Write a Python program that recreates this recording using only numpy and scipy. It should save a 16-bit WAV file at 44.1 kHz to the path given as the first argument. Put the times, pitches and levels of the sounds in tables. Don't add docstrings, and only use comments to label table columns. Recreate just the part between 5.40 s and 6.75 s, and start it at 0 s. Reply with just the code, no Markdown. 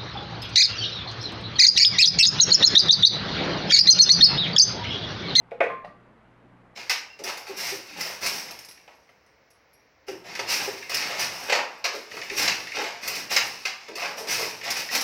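import sys
import numpy as np
from scipy import signal
from scipy.io import wavfile
from scipy.ndimage import uniform_filter1d

SR = 44100
rng = np.random.default_rng(int(sys.argv[2]) if len(sys.argv) > 2 else 0)


def master_out(mix):
    frames = np.transpose(np.atleast_2d(mix))
    ceiling = np.clip(frames, -1, 1)
    pcm = np.round(ceiling * 32767).astype(np.int16)
    wavfile.write(sys.argv[1], SR, pcm)


N = 59535
T = np.arange(int(.8 * SR)) / SR

# frequency_hz, relative_density_db
AIR_SPECTRUM = [(25, -6.5), (42, -23.5), (85, -12.5), (170, -2.5), (260, -1.5), (340, -6), (550, -6.5),
                (1100, -9), (2200, -17.5), (3200, -27.5), (6000, -41.5), (11000, -47), (12500, -56)]
# pitch_hz, rms_level_db
HUM_LINES = [(59.8, -70.5), (119.8, -63.5), (180, -66.5), (241, -72)]
# delay_s, gain
REFLECTIONS = [(.0048, 0.28), (.0088, 0.29), (0.0144, 0.18)]
# frequency_hz, t60_s
ROOM_DECAY = [(150, 0.93), (500, 0.34), (1400, 0.4), (3500, 0.37), (10000, 0.22)]
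# start_s, level_db
BASE_BUMPS = [(.31, -46), (.445, -54.5), (.48, -47)]
# pitch_hz, level_db, t60_s
BASE_MODES = [(123.7, -6.5, 0.32), (165.7, 10, 0.12), (189.6, -4, 0.25)]
# start_s, level_db
RIM_SKIPS = [(0.1102, -48), (0.238, -39), (0.4476, -44.5)]
# frequency_hz, relative_level_db
TICK_SPECTRUM = [(300, -28), (1700, 6), (2800, -1.5), (4000, -5), (5300, -9.5), (6500, -19.5),
                 (11000, -22.5), (13000, -33.5)]
# start_s, level_db
RIM_CATCHES = [(.4415, -40), (.4465, -28)]
# pitch_hz, level_db, t60_s
RIM_MODES = [(613.6, 0, 0.08), (706, 9.5, 0.06), (807, -7, 0.12), (865, -8.5, 0.052), (1902, -2.5, 0.057),
             (2744, -10, 0.038), (3910, -21.5, .06)]
# frequency_hz, relative_level_db
CRACK_SPECTRUM = [(100, -38.5), (250, -21), (400, -13), (800, -9), (1150, -0.5), (1400, -2.5), (1800, -1.5),
                  (2450, -2), (2900, -13.5), (3400, -15), (4200, -26.5), (6000, -34), (10500, -43),
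                  (13500, -58)]
# pitch_hz, level_db, t60_s
GLASS_MODES_A = [(1055, 0, .36), (1085, -1, .13), (1690, -9, .16), (2148, -16, .33), (3435, -23, .36)]
GLASS_MODES_B = [(598, -11, .25), (1165, -3, .27), (1184, -3, .33), (1540, -12, .2), (1922, -15, .35)]
# pitch_hz, level_db, t60_s
CAN_BODY_HZ = [323, 419, 473, 500, 538, 660, 695, 831]
CAN_BODY_DB = [-15.5, -18.5, -2, -0.5, 3.5, 4.5, -2, -11.5]
CAN_BODY_T60_S = [0.15, 0.31, .19, 0.23, 0.1, 0.067, 0.11, 0.22]
# pitch_hz, level_db, t60_s
CAN_WALL_HZ = [970, 1160, 1600, 1790, 1945, 2133, 2223, 2250, 2372, 2443, 2540, 3257]
CAN_WALL_DB = [-13, -3, -15, -6.5, -1, -5, -4.5, 5.5, -6, -4.5, -11.5, -19.5]
CAN_WALL_T60_S = [0.12, 0.081, 0.15, .17, 0.044, 0.052, 0.085, 0.016, 0.053, 0.075, 0.1, 0.065]
# start_s, body_db, wall_db, crack_db, glass_db, place_on_rim_rad
IMPACTS = [(0.1121, -56.5, -36, -47, -62, .8), (0.1174, -23.5, -36.5, -43, -62.5, 1.1),
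           (0.2037, -23.5, -31.5, -29, -54, .8), (.2061, -9.5, -9.5, -20.5, -36.5, 0.68),
           (.2093, -10.5, -11, -20.5, -41.5, 2.4), (.2402, -17.5, -37, -36.5, -50.5, 0.49),
           (0.2664, -21, -39.5, -44.5, -50.5, 1.1), (.2992, -23.5, -44, -34, -23.5, 0.83),
           (0.3298, -31, -63.5, -51.5, -58, .8), (0.4454, -58, -46.5, -52, -48, 3),
           (.476, -67, -74, -67, -37, 1.53)]


def amp(db):
    return 10 ** (np.asarray(db) / 20)


def unit_rms(x):
    return x / np.sqrt(np.mean(x ** 2) + 1e-20)


def curve_at(points, hz):
    point_hz, value = np.transpose(points)
    return np.interp(np.log(hz + 1), np.log(point_hz + 1), value)


def add(mix, start_s, sound):
    part = mix[max(round(start_s * SR), 0):][:len(sound)]
    part += sound[:len(part)]


def air_noise():
    frames, hz = N // 512 + 5, np.fft.rfftfreq(2048, 1 / SR)
    real, imag, patches = rng.standard_normal((frames, len(hz), 3)).T
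    patches = uniform_filter1d(patches, size=14, axis=0)
    patches = uniform_filter1d(patches, size=8, axis=1)
    level_db = curve_at(AIR_SPECTRUM, hz)[:, None] + 0.94 * unit_rms(patches)
    air = signal.istft((real + 1j * imag) * amp(level_db), nperseg=2048, noverlap=1536)[1][:N]
    return amp(-57) * unit_rms(air)


def mains_hum():
    t, hum = np.arange(N) / SR, np.zeros(N)
    for hz, db in HUM_LINES:
        waver = 1 + 0.14 * signal.resample(rng.standard_normal(12), N)
        hum += amp(db) * np.sqrt(2) * waver * np.sin(2 * np.pi * (hz * t + rng.random()))
    return hum


def kitchen(direct, room_db, tail_delay_s=.005, tail_rise_s=0.0043):
    spacing = 20
    slots = np.arange(0, len(T) - spacing, spacing)
    taps = np.zeros(len(T))
    taps[slots + rng.integers(0, spacing, len(slots))] = rng.choice([-1., 1.], len(slots))
    hz, t, bands = signal.stft(taps, SR, nperseg=256)
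    decay = amp(-60 * t / curve_at(ROOM_DECAY, hz)[:, None])
    tail = signal.istft(bands * decay, SR, nperseg=256)[1][:len(T)]
    tail *= 1 - np.exp(-T / tail_rise_s)
    out = direct.copy()
    for delay_s, gain in REFLECTIONS:
        add(out, delay_s, gain * direct)
    add(out, tail_delay_s, amp(room_db) * signal.fftconvolve(direct, tail / np.linalg.norm(tail))[:N])
    return out


def ring(modes, rise_s):
    tone = sum(amp(db - 60 * T / t60) * np.sin(2 * np.pi * hz * T) for hz, db, t60 in modes)
    onset = 1 - np.exp(-T / rise_s)
    lowest_hz = modes[0][0]
    low_cut = signal.butter(2, .9 * lowest_hz, "high", fs=SR)
    return signal.lfilter(*low_cut, tone * onset) / np.sqrt(len(modes))


def contact_noise(spectrum, t60_s):
    hz = abs(np.fft.fftfreq(2048, 1 / SR))
    log_gain = np.log(amp(curve_at(spectrum, hz)))
    response = np.exp(np.conj(signal.hilbert(log_gain)))
    colour = np.fft.ifft(response).real
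    burst = rng.standard_normal(len(T)) * amp(-60 * T / t60_s)
    return signal.fftconvolve(burst, colour / np.linalg.norm(colour))[:len(T)] / 2


def knocks(events, tone):
    out = np.zeros(N)
    for start_s, db in events:
        add(out, start_s, amp(db) * tone)
    return out


def base_bumps():
    return kitchen(knocks(BASE_BUMPS, ring(BASE_MODES, rise_s=0.0035)), room_db=-11)


def rim_ticks():
    ticks = np.zeros(N)
    for start_s, db in RIM_SKIPS:
        add(ticks, start_s, amp(db) * contact_noise(TICK_SPECTRUM, t60_s=0.057))
    return kitchen(ticks, room_db=-0.5)


def settling_click():
    return kitchen(knocks(RIM_CATCHES, ring(RIM_MODES, rise_s=0.00046)), room_db=-7.5)


def can_on_jar():
    body, wall, cracks, glass = np.zeros((4, N))
    thud = ring(list(zip(CAN_BODY_HZ, CAN_BODY_DB, CAN_BODY_T60_S)), rise_s=0.0016)
    clack = ring(list(zip(CAN_WALL_HZ, CAN_WALL_DB, CAN_WALL_T60_S)), rise_s=0.00079)
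    chime_a, chime_b = (ring(modes, rise_s=0.0013) for modes in (GLASS_MODES_A, GLASS_MODES_B))
    for start_s, body_db, wall_db, crack_db, glass_db, place_rad in IMPACTS:
        add(body, start_s, amp(body_db) * thud)
        add(wall, start_s, amp(wall_db) * clack)
        add(cracks, start_s, amp(crack_db) * contact_noise(CRACK_SPECTRUM, t60_s=0.043))
        chime = np.cos(place_rad) * chime_a + np.sin(place_rad) * chime_b
        add(glass, start_s, amp(glass_db) * chime)
    return (kitchen(body, room_db=-13.5) + kitchen(wall, room_db=-9)
            + kitchen(cracks, room_db=1.5) + kitchen(glass, room_db=-7))


def scene():
    impacts = settling_click() + base_bumps() + can_on_jar() + rim_ticks()
    return (impacts + air_noise() + mains_hum())[None]


def record(dry, cutoff_hz=14800):
    low_pass = signal.firwin(511, cutoff_hz, window=("kaiser", 9), fs=SR)
    return signal.oaconvolve(dry, low_pass[None], "same")


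dry = scene()
out = record(dry)
master_out(out)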